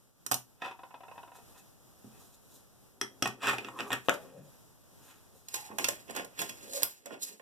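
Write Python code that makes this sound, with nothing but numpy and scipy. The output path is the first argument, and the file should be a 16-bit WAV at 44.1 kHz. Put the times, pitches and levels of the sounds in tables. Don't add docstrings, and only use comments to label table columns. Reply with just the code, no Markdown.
import sys
import numpy as np
from scipy import signal
from scipy.fft import rfft, irfft, next_fast_len
from scipy.io import wavfile
from scipy.ndimage import uniform_filter1d

SR = 44100
rng = np.random.default_rng(int(sys.argv[2]) if len(sys.argv) > 2 else 0)


def persist_wave(psi):
    counts = np.round(np.clip(psi, -1, 1) * 32767).astype(np.int16)
    wavfile.write(sys.argv[1], SR, np.atleast_2d(counts).T)


N = 326781
BLOW = 6000

# pitch in Hz, strength in dB, time to die away by 60 dB in seconds.
BOARD_RING = [(800, -4, 0.12), (792, -4, 0.14), (925, -13, 0.1), (980, 2.5, 0.13), (1012, 1.5, 0.12),
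              (1018, 4, 0.046), (1350, 5.5, 0.029), (1800, -8, 0.16), (1920, -5.5, 0.091), (2580, 6, 0.078),
              (3450, 1, 0.025)]
IRON_RING = [(774, -3, 0.0393), (1020, -9.5, 0.072), (1094, 7, 0.011), (1400, -7, 0.03), (1460, -4, 0.042),
             (1865, 10, 0.052), (2495, 16, 0.03), (2700, 5, 0.053), (3350, -11, 0.084), (5470, -10, 0.018),
             (7620, 9.5, 0.027)]
TOOL_RING = [(615, -2.5, 0.068), (700, 0, 0.052), (1048.5, 3, 0.14), (1413, -2.5, 0.2), (1740, -23, 0.052),
             (2740, -5.5, 0.082), (3330, 3, 0.03)]
DESK_RING = [(126.8, 0, 0.23), (218, -2, 0.24), (246.8, -5.5, 0.33), (283.8, -4.5, 0.16), (354, 7.5, 0.062),
             (397, 0.5, 0.17)]


def amp(db):
    return 10 ** (np.asarray(db) / 20)


def unit(x):
    return x / np.sqrt(np.mean(x ** 2))


def band(x, hz, width):
    return signal.lfilter(*signal.iirpeak(hz, hz / width, fs=SR), x)


def wide_band(x, hz, width):
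    return band(band(x, hz, width), hz, width)


def through(x, response):
    return signal.oaconvolve(x, np.atleast_2d(response), axes=-1)[:, :N]


def fade_60db(t, t60):
    return np.exp(-np.log(1000) * t / t60)


def walk(rate):
    step = int(SR / rate)
    return unit(uniform_filter1d(np.repeat(rng.standard_normal(N // step + 1), step), step)[:N])


def sides(x, pan_db, lag):
    far = np.roll(x, round(lag))
    if lag > 2:
        far = signal.lfilter(*signal.butter(1, 11100, fs=SR), far)
    return np.array([far * amp(pan_db / 2), x * amp(-pan_db / 2)])


def bright(x):
    # centre in Hz, width in Hz, level in dB.
    crack_colour = [(4050, 940, 13.5), (5340, 5100, -1.5), (6810, 1650, 13), (9240, 2200, 6),
                    (12360, 2040, 4), (14460, 1100, -1)]
    out = 0
    for k, (hz, width, db) in enumerate(crack_colour):
        out = out + (-1) ** k * amp(db) * wide_band(x, hz, width)
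    return out


def ring(push, modes, gains_db, detune=1, damp=1):
    hz, db, t60 = np.transpose(modes)[:, :, None]
    hz = hz * detune
    t = np.arange(BLOW) / SR
    if len(push) == BLOW:
        share = np.abs(np.sum(push * np.exp(-2j * np.pi * hz * t), axis=1, keepdims=True))
        gains_db = gains_db - 20 * np.log10(share / np.sqrt(np.sum(push ** 2)) + .3)
    waves = amp(db + gains_db) * np.sin(2 * np.pi * hz * t) * fade_60db(t, t60 * damp)
    return unit(signal.fftconvolve(push, np.sum(waves, axis=0))[:len(push)])


def blows(table, modes, touch, lag, detune=0.0085, far_db=-14.5):
    out = np.zeros((2, N + BLOW))
    t = np.arange(BLOW) / SR
    rise_ms, contact_ms, ring_db, thud_db, pan_db, scatter_db = touch
    noises = rng.standard_normal((len(table), BLOW))
    for (start, db, crack_db, hz), noise in zip(table, noises):
        rise = np.minimum(1000 * t / rise_ms, 1)
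        rattle = noise * np.exp(-1000 * t / np.clip(contact_ms, .3, 20)) * rise
        octaves = np.abs(np.log2(np.array(modes)[:, :1] / hz))
        spot_db = np.maximum(-22.0 * octaves, far_db) + 2.0 * noise[-len(modes):, None]
        tone = ring(rattle, modes, spot_db, detune=1 + detune * noise[1])
        thud = ring(rattle, DESK_RING, 2.1 * noise[-len(DESK_RING):, None])
        knock_hz = np.sqrt(hz * 1100)
        knock = wide_band(rattle, knock_hz, 2.56 * knock_hz)
        knock = unit(signal.lfilter(*signal.butter(2, 3.2 * knock_hz, fs=SR), knock))
        crack = unit(bright(rattle))
        sound = knock + amp(ring_db) * tone + amp(thud_db) * thud + amp(crack_db) * crack
        first = int(start * SR)
        out[:, first:first + BLOW] += amp(db) * sides(sound, pan_db + scatter_db * noise[0], lag)
    return out[:, :N]




def hush():
    # pitch in Hz, relative level in dB per Hz.
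    air_colour = [(15, -47), (25, 1), (55, -3.5), (114, 2.5), (313, -5), (496, -5.5), (1220, -12),
                  (2150, -21), (3150, -18.5), (5410, -16), (10400, -20), (12600, -20.5), (15200, -32),
                  (16500, -52)]
    # time in seconds, level in dB.
    air_level = [(0, -65), (.55, -66.5), (1.5, -58), (2.898, -61.5), (4.6, -60), (5.4, -59), (6.6, -58),
                 (6.85, -65), (7.02, -70), (7.12, -73), (7.41, -77)]
    f = np.maximum(np.fft.rfftfreq(N, 1 / SR), 1)
    hz, db = np.transpose(air_colour)
    mid, side = rfft(rng.standard_normal((2, N))) * amp(np.interp(np.log(f), np.log(hz), db))
    side = side * np.minimum(0.76 + f / 3600.0, 1)
    lean = amp(1 * np.clip(f / 2700.0, 0, 1) / 2)
    air = unit(irfft(np.array([(mid + side) * lean, (mid - side) / lean]), N))

    t = np.arange(N) / SR
    rise_hz_per_s, wander_hz, jitter_hz = 40, 60, 80
    whine_hz = 12350 + rise_hz_per_s * t + wander_hz * walk(7.0) + jitter_hz * walk(90.0)
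    phase = np.cumsum(2 * np.pi * whine_hz / SR)
    whine = np.sin([[0], [np.pi / 2]] + phase) * amp(3.0 * walk(15.0))
    s, level_db = np.transpose(air_level)
    return (air + amp(-21) * whine) * amp(np.interp(t, s, level_db) + 1.5 * walk(11.0))


def pump():
    # start in seconds, knock level in dB, crack in dB against the knock, favoured pitch in Hz.
    hits = [(0.263, -60.5, 13.5, 1390), (0.293, -97, -14, 1060), (0.313, -46, 6, 1400),
            (0.319, -46.5, 7, 1000), (0.331, -56.5, 1, 3150), (0.341, -60.5, 19.5, 2380)]
    # pitch in Hz, strength in dB, time to die away by 60 dB in seconds.
    pump_ring = [(680, -4, 0.057), (1060, 12, 0.0133), (1430, 25, 0.013), (1930, -10, 0.014),
                 (2870, 16, 0.011), (3200, 17, 0.0089), (3573, 23, 0.021)]
    touch = (1.3, 3, 3, -3, -6.5, 2)
    return blows(hits, pump_ring, touch, lag=15)


def swell(t, s, rise, fade):
    edge_db = -20.0
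    return edge_db * np.maximum((s - t) / rise, (t - s) / fade)


def slide():
    # loudest moment in seconds, swell in seconds, fade in seconds,
    # dull scrape in dB, gritty middle in dB, bright rustle in dB.
    strokes = [(0.652, 0.041, 0.06, -57, -40, -68), (0.714, 0.011, 0.015, -72, -50, -79),
               (1.37, 0.071, 0.041, -67, -62, -61), (1.6, 0.14, 0.035, -75, -64.5, -64),
               (2.16, 0.066, 0.094, -73, -65, -95), (2.26, 0.29, 0.045, -71, -90, -62.5),
               (2.348, 0.038, 0.017, -80, -68, -58.5), (2.544, 0.12, 0.083, -79, -94, -60),
               (3.44, 0.026, 0.072, -43, -32, -64), (3.49, 0.039, 0.062, -69, -32.5, -53),
               (3.54, 0.044, 0.043, -63, -45, -60), (3.67, 0.15, 0.039, -60, -54, -65),
               (3.62, 0.61, 0.36, -52, -82, -81), (3.806, 0.063, 0.049, -49, -45, -57.5),
               (3.868, 0.11, 0.25, -50, -57, -61), (3.934, 0.022, 0.014, -40.5, -26.5, -42.5),
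               (4.05, 0.022, 0.12, -84, -64, -61), (4.139, 0.027, 0.02, -41, -46, -45),
               (4.22, 0.052, 0.2, -57.5, -65, -86), (4.38, 0.12, 0.29, -79, -72, -72),
               (5.09, 0.11, 0.16, -69, -58, -59.5), (5.35, 0.029, 0.13, -61.5, -72, -65.5),
               (5.56, 0.054, 0.091, -59.5, -39.5, -42), (5.66, 0.031, 0.06, -76, -54.5, -56),
               (5.718, 0.018, 0.068, -45.5, -71, -83), (5.808, 0.025, 0.14, -46, -45, -40),
               (5.92, 0.091, 0.12, -55.5, -46.5, -57), (6.099, 0.017, 0.039, -42.5, -39, -69),
               (6.168, 0.021, 0.056, -46, -34, -44), (6.22, 0.093, 0.052, -47.5, -47, -55),
               (6.393, 0.01, 0.048, -44.5, -40, -34.5), (6.43, 0.05, 0.071, -49.5, -37, -46),
               (6.494, 0.008, 0.04, -54, -67, -43.5), (6.68, 0.41, 0.28, -58.5, -53, -53),
               (6.764, 0.049, 0.096, -56, -46, -35), (6.86, 0.047, 0.19, -79, -55.5, -60),
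               (7.131, 0.062, 0.054, -44, -44.5, -57), (7.229, 0.042, 0.13, -62.5, -51.5, -43),
               (7.292, 0.034, 0.11, -57, -57.5, -59)]
    # from and to in seconds, share of its free ring time,
    # ringing in dB against the broad grit.
    rubbed = [(0, 2.8, .8, 1), (2.8, 4.8, .55, -7), (4.8, 8, .7, -11)]
    # loudest moment in seconds, swell in seconds,
    # fade in seconds, level in dB, pitch in Hz, width in Hz.
    hums = [(3.769, 0.047, 0.071, -45, 1030, 200), (3.874, 0.025, 0.023, -44, 1130, 220),
            (4.2, 0.11, 0.093, -53, 630, 260), (4.36, .2, 0.15, -54.5, 527, 160),
            (4.4, 0.16, 0.08, -49.5, 151, 90), (5.57, 0.037, 0.26, -49, 844, 129),
            (5.719, 0.035, 0.023, -40.5, 950, 700), (6.11, 0.053, 0.049, -48.5, 1036, 110),
            (6.2, 0.084, 0.12, -47, 580, 347), (6.771, 0.12, 0.099, -42.5, 550, 114),
            (7.14, 0.11, 0.11, -58, 610, 355)]
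    t = np.arange(N) / SR
    noise = rng.standard_normal((4, N))
    grain = np.minimum(rng.exponential(size=N // 60 + 1), 4).repeat(60)[:N]

    dull = wide_band(noise[0], 348, 360.0)
    dull = dull + 1.43 * band(noise[0], 232, 43.0) - 0.76 * band(noise[0], 441, 36.0)
    dull = unit(dull) * amp(2.75 * walk(45.0))

    grit = noise[1] * amp(2.7 * grain + 2.33 * walk(30))
    broad = unit(wide_band(grit, 1370, 2550.0))
    rung = 0
    for (begin, end, damp, db), modes in zip(rubbed, (BOARD_RING, IRON_RING, TOOL_RING)):
        rung = rung + amp(db) * ring(grit, modes, 0, damp=damp) * ((t >= begin) & (t < end))
    grit = (broad + rung) / np.sqrt(2)

    rustle = unit(bright(noise[2] * amp(1.44 * grain))) * amp(3.1 * walk(40))

    gains = np.zeros((3, N))
    for s, rise, fade, *levels_db in strokes:
        a, b = int((s - 3 * rise) * SR), int((s + 3 * fade) * SR)
        gains[:, a:b] += amp(np.array(levels_db)[:, None] + swell(t[a:b], s, rise, fade))
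    rub = np.sum(gains * np.array([dull, grit, rustle]), axis=0)
    for s, rise, fade, db, hz, width in hums:
        rub = rub + unit(wide_band(noise[3], hz, width)) * amp(db + swell(t, s, rise, fade))
    right = t > 5.5
    return sides(rub * ~right, 0, 0) + sides(rub * right, -3.0, 16)


def board():
    # start in seconds, knock level in dB, favoured pitch in Hz.
    knocks = [(0.618, -55.5, 1940), (0.624, -81, 1010), (0.637, -65, 1370), (0.648, -60, 1390),
              (0.663, -60, 980), (0.679, -67, 775), (0.709, -65, 920), (0.789, -71.5, 767),
              (0.832, -64, 960), (0.906, -74.5, 762), (0.94, -65, 1030), (1.004, -71.5, 762),
              (1.033, -67.5, 991), (1.08, -71.5, 770), (1.112, -68.5, 1000), (1.155, -74, 762),
              (1.177, -64, 1000), (1.229, -68, 990), (1.275, -72, 940), (1.316, -71, 970),
              (1.351, -75.5, 980), (1.385, -75, 930), (1.559, -79, 830)]
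    touch = (3.5, 6.5, 8.5, -28, -0.5, 7)
    crack_db = -32
    rows = [(s, db, crack_db, hz) for s, db, hz in knocks]
    return blows(rows, BOARD_RING, touch, lag=0)


def desk_pushes():
    # start in seconds, knock level in dB, crack in dB against the knock, favoured pitch in Hz.
    hits = [(2.044, -74.5, -40, 186), (5.703, -77, -22, 294)]
    touch = (14.5, -9, 20.5, -40, -1.5, 2)
    return blows(hits, DESK_RING, touch, lag=0, far_db=-30.0)


def clinks():
    # start in seconds, knock level in dB, crack in dB against the knock, favoured pitch in Hz.
    taps = [(3.012, -43, -9, 4000), (3.223, -39, -7.5, 3200)]
    # pitch in Hz, strength in dB, time to die away by 60 dB in seconds.
    rest_ring = [(385, -10, .04), (813, -4, .03), (1346, -1, .018), (1771, -3, .025), (3260, -13, .1),
                 (5250, 0, .01), (5750, 7, .015), (7640, 2, .009)]
    touch = (2.25, 2.5, -1, -7, 0.2, 4)
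    return blows(taps, rest_ring, touch, lag=1, detune=0)


def iron():
    # start in seconds, knock level in dB, crack in dB against the knock, favoured pitch in Hz.
    hits = [(3.257, -42.5, -15, 1000), (3.274, -54.5, 3, 1403), (3.429, -56, -8, 1400),
            (3.44, -57.5, -21, 1330), (3.446, -52, -21, 1475), (3.452, -57, -10, 1700),
            (3.459, -61, -9, 1500), (3.464, -56, -16, 1600), (3.47, -46, -5, 1800),
            (3.478, -46.5, -28, 1710), (3.487, -62, -15, 1510), (3.494, -47.5, -8, 1810),
            (3.532, -50, -11, 1010), (3.583, -49.5, -11.5, 2620), (3.646, -56, -22, 2460),
            (3.685, -55.5, -19, 1060), (3.789, -53.5, -15, 1850), (3.797, -50, -28, 1060),
            (3.805, -52, -16, 2580), (3.872, -72, -14, 1130), (3.904, -49, -22, 1040),
            (3.918, -46.5, -31, 1380), (3.929, -45.5, -2.5, 1910)]
    touch = (0.6, 2.5, -3.5, -3.5, -2.5, 3)
    return blows(hits, IRON_RING, touch, lag=1)


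def handle():
    # start in seconds, knock level in dB, crack in dB against the knock, favoured pitch in Hz.
    hits = [(4.085, -39.5, -29, 790), (4.094, -43, -7, 925), (4.141, -55.5, -4.5, 565)]
    # pitch in Hz, strength in dB, time to die away by 60 dB in seconds.
    handle_ring = [(407, -47, 0.048), (582, -2, 0.2), (700, -1.5, 0.039), (940, -5.5, 0.027),
                   (1040, -12, 0.04), (1280, 8, 0.013), (1330, 2, 0.015), (1580, -32, 0.0214),
                   (2830, -3.5, 0.016), (3580, 7, 0.016)]
    touch = (14, 0.5, 0.5, -13.5, 2, 11)
    return blows(hits, handle_ring, touch, lag=0)


def tools():
    # start in seconds, knock level in dB, crack in dB against the knock, favoured pitch in Hz.
    hits = [(5.483, -65.5, 12, 2480), (5.54, -50.5, 7, 1050), (5.783, -43.5, 0, 1040),
            (5.795, -48.5, -13, 1010), (5.842, -43, 2.5, 2830), (5.884, -43.5, 5.5, 553),
            (6.079, -71, -15, 2700), (6.096, -62, -2, 390), (6.105, -67.5, 12, 439), (6.149, -59, 0, 406),
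            (6.161, -54, 4, 410), (6.194, -51, -12.5, 600), (6.245, -61, 3, 401), (6.389, -49.5, -10, 2740),
            (6.415, -46, 2, 825), (6.492, -54.5, -1, 2840), (6.732, -62, 13, 455), (6.755, -74, 8, 500),
            (6.772, -59.5, -9, 579), (6.82, -52, 4, 565), (6.83, -49, 8, 1550), (7.057, -59.5, 3.5, 595),
            (7.066, -59, -12, 600), (7.105, -58.5, -25, 500), (7.13, -62, -29, 604), (7.145, -59, -22, 500),
            (7.395, -64, -31, 582)]
    touch = (3.5, 4, -2, -16, -5.5, 2)
    return blows(hits, TOOL_RING, touch, lag=16)


def snap():
    db, pan_db = (-6.5, -13)
    # pitch in Hz, strength in dB, time to die away by 60 dB in seconds.
    snap_ring = [(5170, -10, 0.0035), (9750, -7, 0.0027), (12050, -8, 0.0048), (12300, -21, 0.036)]
    t = np.maximum(np.arange(N) / SR - 6.8322, 0)
    ping = sum(amp(g_db) * np.sin(2 * np.pi * hz * t) * fade_60db(t, t60) for hz, g_db, t60 in snap_ring)
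    return amp(db) * sides(ping, pan_db, 16)


def room(x):
    t60_s, level_db, treble_db = 0.21, -3, -3
    shared_hz = 800
    t = np.arange(SR // 2) / SR
    tail = rng.standard_normal((2, len(t))) * fade_60db(t, t60_s) * np.minimum(t / 0.0016, 1)
    low = signal.lfilter(*signal.butter(1, 2500, fs=SR), tail)
    tail = low + amp(treble_db) * (tail - low)
    tail = tail - 0.67 * signal.lfilter(*signal.butter(1, shared_hz, fs=SR), tail - tail[0])
    tail = tail / np.sqrt(np.sum(tail ** 2) / 2)
    return amp(level_db) * through(x.mean(axis=0, keepdims=True), tail)


def scene():
    direct = pump() + slide() + board() + desk_pushes() + clinks() + iron() + handle() + tools() + snap()
    desk = direct + room(direct)
    bass_cut = signal.butter(3, 95, "high", fs=SR, output="sos")
    return signal.sosfilt(bass_cut, desk) + hush()


def record(dry):
    # pitch in Hz, share of the copy from 0 to 1, microphone colour in dB.
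    widening = [(39.7, 0.7, 1.5), (292, 0.35, 0), (1030, 0.7, -4), (2180, 0.69, -1), (4400, 0.5, -5),
                (6100, 0.35, -2.5), (9400, 0, 0.5), (16000, 0.6, 3.5)]
    lag_s, top_hz = 0.000455, 16300
    size = next_fast_len(N + 4096)
    f = np.maximum(np.fft.rfftfreq(size, 1 / SR), 1)
    hz, share, db = np.transpose(widening)
    copy = np.interp(np.log(f), np.log(hz), share) * np.exp(-2j * np.pi * f * lag_s)
    colour = amp(np.interp(np.log(f), np.log(hz), db))
    both = rfft(dry, size)
    wide = irfft((both - copy * both[::-1]) * colour, size)[:, :N]
    return signal.sosfilt(signal.ellip(10, .2, 70, top_hz, fs=SR, output="sos"), wide)


dry = scene()
out = record(dry)
persist_wave(out)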